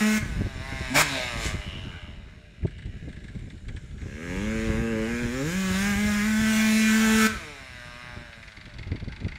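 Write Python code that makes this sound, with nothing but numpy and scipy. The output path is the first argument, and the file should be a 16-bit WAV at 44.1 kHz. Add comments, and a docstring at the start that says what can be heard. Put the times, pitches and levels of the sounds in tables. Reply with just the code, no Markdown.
"""A small two-stroke dirt bike passes close, brakes into a far bend, accelerates back and coasts away among young trees.
One firing per crank turn makes pulses that boom in the tuned pipe and bark from the silencer, with puffs of noise.
Off throttle the engine pumps air, metallic resonances ring, and lone firings pop.
Trunks and ground add a dull scattered tail; wind on the microphone is shaped noise with sharp pressure swings."""
import sys
import numpy as np
from scipy import signal
from scipy.fft import rfft, irfft, next_fast_len
from scipy.io import wavfile
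from scipy.ndimage import uniform_filter1d, map_coordinates

SR = 44100
rng = np.random.default_rng(int(sys.argv[2]) if len(sys.argv) > 2 else 0)


def transcribe(u):
    """Save the signal u as a 16-bit wav file named by the first command-line argument.

    u: samples, shape (n,) or (channels, n), limited to [-1, 1]; the rate is SR.
    q: integer samples, one column per channel.
    """
    v = np.clip(np.atleast_2d(u).T, -1, 1)
    q = np.round(v * 32767).astype(np.int16)
    wavfile.write(sys.argv[1], SR, q)


N = 413658


def amp(db):
    """Level in decibels to linear amplitude ratio."""
    return 10 ** (np.asarray(db) / 20)


def even(x, span=0.11):
    """Level normalization: divide by a running rms over about span seconds, smoothed twice."""
    size = int(span * SR)
    power = uniform_filter1d(uniform_filter1d(x * x, size), size)
    return x / np.sqrt(np.abs(power) + 1e-20)


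def along(points, hz):
    """Interpolation of (frequency_hz, value) points on a logarithmic frequency axis."""
    f, v = np.transpose(points)
    return np.interp(np.log(hz + 1), np.log(f + 1), v)


def curves(rows):
    """Linear interpolation in time: one sample-rate curve for each column after the time."""
    s, *cols = np.transpose(rows)
    return [np.interp(np.arange(N) / SR, s, c) for c in cols]


def wobble(rate):
    """Band-limited random fluctuation: a smooth curve through rate random knots a second."""
    knots = rng.standard_normal(int(N * rate / SR) + 4)
    return map_coordinates(knots, [np.arange(N) * rate / SR])


def swells(rows):
    """Superposition of Gaussian humps given as (centre_s, half_length_s, height)."""
    t = np.arange(N) / SR
    return sum(height * np.exp(-((t - s) / half_s) ** 2) for s, half_s, height in rows)


def filtered(x, response):
    """Linear filtering: multiply the spectrum by a response given as a function of frequency."""
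    m = next_fast_len(N + SR // 2)
    return irfft(rfft(x, m) * response(np.fft.rfftfreq(m, 1 / SR)), m)[:N]


def ringing(x, modes, low_hz, high_hz):
    """Modal superposition: causal second-order resonances of alternating sign inside a steep band."""
    def body(f):
        total = 0
        for k, (centre, width, db) in enumerate(modes):
            resonance = 1j * f * width / (centre * centre - f * f + 1j * f * width)
            total = total + (-1) ** k * amp(db) * resonance
        return total

    band = signal.butter(3, [low_hz, high_hz], "bandpass", fs=SR, output="sos")
    return signal.sosfilt(band, filtered(x, body))


def pulses(at, size):
    """Band-limited impulses: windowed sinc functions at fractional sample positions."""
    tap = np.floor(at)[:, None] + np.arange(-7, 9)
    offset = tap - at[:, None]
    shape = np.sinc(offset) * np.cos(np.pi * offset / 16) ** 2
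    index = np.clip(tap, 0, N).astype(int)
    return np.bincount(index.ravel(), (shape * size[:, None]).ravel(), N + 1)[:N]


def throttle():
    """Gas-flow transient: each opening ramps up and holds, then cuts fast with a slower exponential remainder."""
    # throttle openings: open_s, shut_s, rise_s, ragged_burning (0-1)
    openings = [(-0.1, 0.181, .02, 0.14), (0.941, 1.021, 0.023, 1), (3.987, 7.268, 0.39, 0.04)]
    shut_s, linger_s, linger_share = 0.011, 0.091, 0.44  # two decay constants and the slow share
    t = np.arange(N) / SR
    gas, ragged = np.zeros((2, N))
    for open_s, close_s, rise_s, rough in openings:
        rise = np.clip((t - open_s) / rise_s, 0, 1) ** 0.41
        after = np.maximum(t - close_s, 0)
        fast, slow = np.exp(-after / shut_s), np.exp(-after / linger_s)
        gas += rise * ((1 - linger_share) * fast + linger_share * slow)
        ragged += rough * rise * fast
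    return np.clip([gas, ragged], 0, 1)


def puffs(turns):
    """Turbulence modulated by port flow: noise surges as the port opens, then tails off within the turn."""
    port = 2.8 + np.exp(-(turns % 1) / 1.1)
    return even(port * rng.standard_normal(N))


def mixed(rough, train, turns):
    """Power-conserving mixture of a periodic pulse train and puffs, rough being the noise share."""
    return np.sqrt(1 - rough) * train + np.sqrt(rough) * puffs(turns)


def smeared(x, delay_s):
    """Dispersion: waves running to and fro in the pipe hold each frequency back by its own few milliseconds."""
    knots = rng.uniform(0, delay_s, 160)

    def lag(hz):  # phase lag in cycles: the integral of group delay
        delay = np.interp(hz, np.linspace(0, SR / 2, len(knots)), knots)
        return np.cumsum(delay) * hz[1]

    return filtered(x, lambda hz: np.exp(-2j * np.pi * lag(hz)))


def pipe_tones(steady, db):
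    """Tuned-pipe resonance: firing pulses excite a low boom and a group of overtones."""
    # pipe resonances, low and upper: centre_hz, width_hz, relative_level_db
    low_modes = [(218.6, 47, 3), (110, 60, -31)]
    upper_modes = [(373, 466, 5), (447, 82, 11), (550, 30, 3)]
    # brief booms as the bike passes: centre_s, half_length_s, added_db
    boom_humps = [(0.925, 0.033, 28.5), (1.13, 0.063, 16.5)]
    boom = even(ringing(steady, low_modes, low_hz=93.22, high_hz=280))
    overtones = even(ringing(steady, upper_modes, low_hz=300, high_hz=547))
    boom_gain = amp(db["boom"] + swells(boom_humps))
    return boom_gain * boom + amp(db["overtones"] + 1.73 * wobble(13)) * overtones


def case_hum(drive, db):
    """Structural resonance: the engine case hums under the firing pulses and noise."""
    # case resonances: centre_hz, width_hz, relative_level_db
    case_modes = [(648, 31, 0.5), (802, 44, 0), (1230, 610, -3)]
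    return amp(db["hum"]) * even(ringing(drive, case_modes, low_hz=530, high_hz=1370))


def silencer_bark(blast, db):
    """Acoustic cavity resonance: one exhaust blast excites the silencer low and its stinger high."""
    # silencer and stinger resonances: centre_hz, width_hz, relative_level_db
    silencer_modes = [(1306, 190, 0), (1613, 227, 3)]
    stinger_modes = [(1986, 397, -0.5), (2600, 820, -7.5)]
    low = amp(db["low"]) * even(ringing(blast, silencer_modes, low_hz=1330, high_hz=1900))
    high = amp(db["high"]) * even(ringing(blast, stinger_modes, low_hz=1647, high_hz=3440))
    return low + high


def fin_rasp(beats, db, turns):
    """Forced vibration: turbulent puffs with a trace of the pulse train rattle the fin resonances."""
    # fin resonances: centre_hz, width_hz, relative_level_db
    fin_modes = [(3140, 950, 1.5), (4390, 1330, 0.5), (5050, 970, 1), (7100, 1100, 1), (6300, 560, -40)]
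    drive = 0.043 * beats + puffs(turns)
    return amp(db["rasp"]) * even(ringing(drive, fin_modes, low_hz=2690, high_hz=8140))


def gas_hiss(db, turns):
    """Broadband turbulent radiation: puffs of gas are shaped into a hiss and a higher sizzle."""
    # noise spectra: frequency_hz, relative_level_db (per Hz)
    hiss_spectrum = [(4470, -2.5), (7600, -2), (8190, -5), (9260, -1.5), (10800, -9.5), (14000, -16),
                     (22000, -120)]
    sizzle_spectrum = [(6180, -42), (10500, -11.5), (12700, 0), (13800, -9), (15600, -1.5)]
    hiss = even(filtered(puffs(turns), lambda hz: amp(along(hiss_spectrum, hz))))
    sizzle = even(filtered(puffs(turns), lambda hz: amp(along(sizzle_spectrum, hz))))
    return amp(db["hiss"]) * hiss + amp(db["sizzle"]) * sizzle


def coasting_rings(knocks, controls, turns):
    """Narrow-band resonance: pulses and puffs excite separate rings that stand out as the engine coasts."""
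    # ring resonances: centre_hz, width_hz, noise_share (0-1)
    ring_modes = [(598, 37, 0.07), (2906, 180, 0.32), (3800, 430, 0.95), (5340, 210, 0.8),
                  (8200, 1300, 0.66)]
    # level laws, a row a ring: coasting_db, throttle_adds_db, db_per_loudness_db, db_per_speed_octave,
    # share_of_treble_level, ragged_adds_db
    ring_laws = [(-57.5, -19, 0.93, .1, .01, 37), (-67.5, -22, 0.77, .1, 0.49, 26),
                 (-59, -4, 1.206, .1, 0.33, 13), (-65.5, -17.5, 1.37, .1, 0.11, 37),
                 (-78, -32, 0.92, .1, 1.2, 30)]
    # moments when a ring stands out, a list a ring: centre_s, half_length_s, added_db
    ring_humps = [
        [(1.19, .075, 14.5), (1.5, 0.1, 7.5), (1.95, 0.21, 2), (7.95, 0.16, -1)],
        [(1.2, .2, 12), (1.72, .17, 20.5), (2.03, 0.19, 16), (2.8, 0.22, 12)],
        [(0.9, 0.075, 0), (1.14, 0.13, 9)],
        [],
        [(1.45, 0.059, 1)],
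    ]
    total = np.zeros(N)
    for law, humps, (hz, width, rough) in zip(ring_laws, ring_humps, ring_modes):
        drive = mixed(np.clip(rough, 0, 1), knocks, turns)
        ring = ringing(drive, [(hz, width, 0)], low_hz=0.682 * hz, high_hz=1.415 * hz)
        total += amp(np.dot(law, controls) + swells(humps)) * even(ring, span=1.0)
    return total


def patchy(x, depth_db):
    """Interference: ground and trunk echoes make patches of the spectrum swell and fade, drawn as a random field."""
    z = signal.stft(x, nperseg=1024)[2]
    field = uniform_filter1d(rng.standard_normal(z.shape), size=4, axis=0)
    field = uniform_filter1d(uniform_filter1d(field, size=9, axis=1), size=5, axis=1)
    return signal.istft(z * amp(depth_db * field / field.std()), nperseg=1024)[1][:N]


def engine():
    """Source-filter principle: each crank turn sends a pulse and a puff through pipe, case, silencer and fins."""
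    # mean crank speed: time_s, turns_per_s_hz
    crank_speed = [(0.0, 211.6), (0.15, 216.2), (0.21, 208.6), (0.29, 167.4), (0.36, 148.3), (0.57, 127.3),
                   (0.68, 135), (0.92, 127.3), (1.0, 160), (1.07, 141.5), (1.2, 127.4), (1.41, 111),
                   (1.67, 96.14), (1.9, 89.5), (2.19, 81.54), (2.62, 69.1), (2.95, 69.54), (3.65, 58.84),
                   (3.9, 59.2), (4.13, 70.8), (4.23, 84.7), (4.36, 94.5), (4.46, 108.1), (4.62, 112),
                   (4.73, 108.9), (4.81, 114.7), (4.89, 115.2), (4.95, 109.4), (5.04, 110.7), (5.09, 117.5),
                   (5.22, 121.1), (5.28, 118.2), (5.41, 137.3), (5.56, 191.9), (5.72, 185.1), (5.88, 205.6),
                   (5.95, 200), (6.01, 209.7), (6.22, 206.2), (6.27, 216.8), (6.4, 218.3), (6.8, 218.6),
                   (7.28, 220.2), (7.37, 180), (7.44, 154.9), (7.55, 138.7), (7.76, 122.2), (8.07, 122.2),
                   (8.31, 116), (8.7, 99.5), (9.04, 82.5), (9.38, 70.1)]
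    # the bike as it nears, turns and leaves: time_s, loudness_db, treble_over_usual_share_db
    ride = [(0.0, 7, -2), (0.29, 0, 5), (0.55, 4.5, -0.5), (0.86, 10, -1), (1.07, 8.5, 4), (1.17, 13, 0),
            (1.36, 10.5, 0), (1.46, 10.5, 7.5), (1.56, 4.5, 2), (1.91, -1.5, 2.5), (2.06, -4.5, 3),
            (2.24, -6, 2), (2.62, -9, 4.5), (3.32, -8, 6.5), (3.63, -13, 11.5), (3.94, -13, 11.5),
            (4.2, -8.5, 5), (4.49, -5.5, 3), (5.07, -5.5, 3), (5.3, -7.5, 6), (5.5, -2.5, 4), (5.9, 0, 2),
            (6.3, 1, 1), (6.75, 5, 0.5), (7.1, 6.5, 0), (7.27, 7, 1.5), (7.5, 4, 0.5), (7.63, 3.5, 0),
            (8.07, 4, -4), (8.5, -3, 3), (8.9, -6.5, 1.5), (9.38, -9.5, 7.5)]
    # slow drift of three bands: time_s, pipe_overtones_db, case_hum_db, low_bark_db
    drift = [(0.0, -1, 3, -1), (0.3, 4.5, 2.5, 2), (0.73, -3, 2, 2), (1.1, -1, 0, 0), (2.0, -2, 4.5, -5),
             (2.5, -4, -8.5, -12), (3.9, -3.5, 0, -9.5), (4.6, 2, 2.5, -8), (5.35, 5, 3.5, -1.5),
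             (5.6, 2.5, 2.5, -4), (6.0, -3, 3, -1.5), (6.85, -5.5, -3.5, -2), (7.05, 0.5, -0.5, 4),
             (7.25, 3.5, -1.5, 6), (7.5, 10, 0.5, -3), (7.7, -14, -3.5, -1.5), (8.1, -4, -3, 3),
             (8.8, -13, -1, -5.5), (9.38, -5.5, 7, 0)]
    # level law of each voice: coasting_db, throttle_adds_db, db_per_loudness_db, db_per_speed_octave,
    # share_of_treble_level, ragged_adds_db
    voice_laws = dict(boom=(-63.5, 38.5, 0.65, 0.5, -0.42, -16), overtones=(-65.5, 32, 1.3, -12, 0.35, -22),
                  hum=(-56, 13, 1.04, -2, -0.52, 10), low=(-54, 19.5, 0.81, -5.3, 0.2, 1.5),
                  high=(-53.5, 18.5, 1.27, -3.5, .01, 1), rasp=(-67, 20.5, 1.55, 2.5, 1.91, -2),
                  hiss=(-64.5, 17, 1.5, 4, 1.22, 4), sizzle=(-88.5, 26.5, 1.66, 13, 2.5, 7))
    mid_hz = 128  # speed at which the octave term is zero
    smooth_hz, lumpy_hz = 110, 70  # coasting burns turn noisy below the first speed, fully at the second
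    # noise share 0-1: coasting, pulling, lugging, ragged
    hum_noise, bark_noise = (.07, .08, .65, .7), (.17, .12, .85, .8)

    speed_hz, = curves(crank_speed)
    turns = np.cumsum(speed_hz * (1 + .005 * wobble(30))) / SR  # uneven burns make the speed waver
    gas, ragged = throttle()
    loud_db, treble_db = curves(ride)
    controls = np.array([np.ones(N), gas, loud_db, np.log2(speed_hz / mid_hz), treble_db, ragged])
    db = {name: np.dot(law, controls) for name, law in voice_laws.items()}
    for name, drift_db in zip(("overtones", "hum", "low"), curves(drift)):
        db[name] = db[name] + drift_db

    lugging = (1 - gas) * np.clip((smooth_hz - speed_hz) / (smooth_hz - lumpy_hz), 0, 1)

    def roughness(coast, pull, lug, rag):
        share = coast + (pull - coast) * gas + (lug - coast) * lugging + (rag - pull) * ragged
        return np.clip(share, 0, 1)

    at = np.interp(np.arange(1, int(turns[-1])), turns, np.arange(N))  # one firing a turn
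    size_scatter, time_scatter = rng.standard_normal((2, len(at)))
    steady = pulses(at, amp(0.51 * size_scatter))
    # port opening jitters by 30 microseconds rms
    knocks = even(pulses(at + .00003 * SR * time_scatter, amp(0.4 * size_scatter)))
    beats = smeared(knocks, delay_s=.0055)

    tones = pipe_tones(steady, db)
    hum = case_hum(mixed(roughness(*hum_noise), beats, turns), db)
    bark = silencer_bark(mixed(roughness(*bark_noise), beats, turns), db)
    rasp = fin_rasp(beats, db, turns)
    rings = coasting_rings(knocks, controls, turns)
    scattered = patchy(hum + bark + rasp + gas_hiss(db, turns), depth_db=2.6)
    return tones + rings + amp(1.03 * wobble(6)) * scattered


def trees(x):
    """Diffuse scattering: trunks and ground give a dull tail whose decay time depends on frequency."""
    # scattered tail: frequency_hz, t60_s
    decay = [(250, 0.37), (700, 0.58), (2000, 1), (10000, 0.022)]
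    hz, t, z = signal.stft(rng.standard_normal(SR // 2), SR, nperseg=256)
    tail = signal.istft(z * amp(-60 * t / along(decay, hz)[:, None]), SR, nperseg=256)[1]
    delayed = np.pad(x, (500, 0))  # in samples
    return signal.fftconvolve(delayed, tail / np.linalg.norm(tail))[:N]


def wind():
    """Turbulent pressure fluctuation: eddies push the diaphragm in lumps, hard gusts in a few sharp swings."""
    # rumble before flutter and gusts: time_s, level_db
    rumble_level = [(0.0, -50), (0.12, -50), (0.3, -29), (0.7, -43.5), (1.0, -39), (1.12, -40), (1.25, -43),
                    (1.45, -33.5), (2.0, -42), (2.38, -42.5), (2.52, -53.5), (2.75, -39.5), (3.5, -40),
                    (4.2, -38), (4.6, -33), (5.4, -41), (5.85, -34.5), (6.9, -44.5), (7.23, -37),
                    (7.52, -50), (7.75, -47.5), (8.6, -49), (9.25, -39.5), (9.38, -40)]
    # rumble spectrum: frequency_hz, relative_level_db (per Hz)
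    rumble_spectrum = [(12, -42), (20, -8.5), (48, 2), (97, -1.5), (167, -8), (215, -12), (267, -17.5),
                       (409, -23.5), (600, -39), (780, -38), (1320, -120)]
    # hard gust thumps: time_s, nominal_level_db (gains follow)
    thumps = [(0.224, -24.5), (0.407, -17), (0.459, -20), (0.55, -30), (0.603, -30.5), (0.725, -23.5),
              (0.807, -23), (1.356, -26), (1.454, -21), (1.54, -19.5), (1.73, -35), (2.079, -36.5),
              (2.199, -44.5), (2.648, -13.5), (2.929, -36), (3.075, -24.5), (3.348, -30), (3.475, -34),
              (3.707, -35), (3.912, -44), (4.059, -25.5), (4.689, -21), (4.95, -28), (5.249, -21),
              (5.699, -25.5), (6.41, -24), (8.092, -46), (8.164, -31.5), (8.206, -34), (8.574, -39),
              (8.668, -35.5), (8.786, -34.5), (8.867, -31.5), (8.918, -21), (8.945, -25), (9.022, -29.5),
              (9.075, -25.5), (9.216, -27.5), (9.26, -22.5)]
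    swell_db, swell_s = -17.5, 0.038  # the rumble swells around each thump
    lumps = amp(3.5 * wobble(30) + 2.4 * wobble(90)) * rng.standard_normal(N)
    gusts = swells([(s, swell_s, amp(db + swell_db)) for s, db in thumps])
    level = amp(curves(rumble_level)[0] + 2.47 * wobble(11)) + gusts
    rumble = level * even(filtered(lumps, lambda hz: amp(along(rumble_spectrum, hz))), span=0.074)

    swings, t = np.zeros(N + SR), np.arange(SR // 16) / SR
    lead_s = .006  # room for the rise ahead of the thump time
    for s, db in thumps:
        sign = rng.choice([-1, 1])
        start = round((s - lead_s) * SR)
        # each swing: extra delay (s), relative size, width (s)
        draws = rng.uniform([0, .55, .0012], [.003, 1, .0024], (3, 3))
        for k, (late, size, width) in enumerate(draws):
            u = np.abs(t - k * 0.00521 - late - lead_s) / width
            shape = (1 - u ** 0.78) * np.exp(-u ** 1.5)
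            push = sign * (-1) ** k  # push and pull alternate
            swings[start:][:len(t)] += amp(db + 3.5) * push * size * shape
    return rumble + filtered(swings[:N], lambda hz: 1 / (1 + (hz / 800) ** 4))


def pops():
    """Impulsive excitation and reflection: a lone firing spits, blows into the tailpipe, returns and trails gas."""
    # lone firings: time_s, nominal_level_db (gains follow), treble_over_level_db
    firings = [(2.6287, -41, -20), (2.6693, -38.5, -8), (2.709, -41.5, -15), (2.7846, -39.5, -12),
               (2.8226, -41, -11), (2.8586, -42, -9), (2.9696, -47, -16), (3.0897, -40.5, -9),
               (3.128, -40.5, -10.5), (3.1647, -42, -11), (3.2032, -46, -8), (3.242, -40.5, -7.5),
               (3.2818, -37.5, -11), (3.3514, -48, -7), (3.391, -46, -5), (3.4683, -51, -23),
               (3.503, -41, -9), (3.5796, -49, -9), (3.6492, -46, -20), (3.684, -32, -11.5),
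               (3.765, -35, -7), (3.9115, -52, -4), (3.9805, -41, -13), (4.0152, -39.5, -11),
               (8.329, -33.5, -14), (8.4287, -35, -7), (8.4782, -32, -11), (8.521, -39, -8),
               (8.5701, -37, -5.5), (8.6109, -37, -6), (8.6561, -34, -8), (8.6958, -38, -11),
               (8.7395, -42.5, -2), (8.7853, -33.5, -6.5), (8.8288, -35, -8), (8.8734, -42, -4),
               (8.9169, -34.5, -7), (8.959, -33, -8.5), (9.0005, -35.5, -6.5), (9.0432, -41, -4),
               (9.0828, -37.5, -5), (9.1226, -30.5, -10), (9.1631, -35, -6), (9.2037, -35.5, -8),
               (9.2457, -35.5, -10), (9.283, -30.5, -7.5), (9.3188, -30, -15), (9.3558, -32, -10)]
    # resonances of the tailpipe, its lower mode, the spit side on and tail on: centre_hz, width_hz, relative_level_db
    tailpipe_modes = [(870, 66, -4), (2074, 275, 6), (2760, 460, -13)]
    lower_modes = [(1673, 115, 0)]
    far_modes = [(3420, 860, 8), (4700, 270, -3), (7260, 920, -10), (8550, 460, -1.5)]
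    near_modes = [(3363, 550, 5.5), (4580, 380, 5.5), (5730, 870, -8)]
    bend_end_s = 5  # side on in the far bend before this, tail turned to the microphone after
    # mean gains into tailpipe, lower mode and spit (dB): side on, tail on
    far_db, near_db = (1, 11.5, 1), (3.5, -5, 2.5)
    upper, lower, spit = np.zeros((3, N + SR))
    t = np.arange(SR // 8) / SR
    for s, db, treble_db in firings:
        gas = amp(-60 * t / 0.069) * rng.standard_normal((3, len(t)))
        gas[:, 0] = 4  # the firing
        gas[:, round(.0065 * SR)] = -3  # its inverted return along the pipe
        colour_db = db + rng.normal(far_db if s < bend_end_s else near_db, (1.1, 3.5, 1.1))
        here = np.arange(len(t)) + round(s * SR)
        upper[here + 40] += amp(colour_db[0]) * gas[0]
        lower[here + 40] += amp(colour_db[1]) * gas[1]
        spit[here - 60] += amp(colour_db[2] + treble_db) * gas[2]
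    pipe = ringing(upper[:N], tailpipe_modes, low_hz=676, high_hz=3500)
    pipe += ringing(lower[:N], lower_modes, low_hz=1210, high_hz=2320)
    far = np.arange(N) < bend_end_s * SR
    for part, modes in ((far, far_modes), (~far, near_modes)):
        pipe += ringing(spit[:N] * part, modes, low_hz=2880, high_hz=9650)
    return pipe


def scene():
    """Superposition of the bike, its scattered tail and the wind."""
    bike = engine() + pops()
    tail_db = -16
    return (bike + amp(tail_db) * trees(bike) + wind())[None]


def record(dry):
    """Band limitation: the response falls linearly to zero over the last 80 Hz below the upper limit."""
    top_hz = 15710
    return filtered(dry[0], lambda hz: np.clip((top_hz - hz) / 80, 0, 1))[None]


dry = scene()
out = record(dry)
transcribe(out)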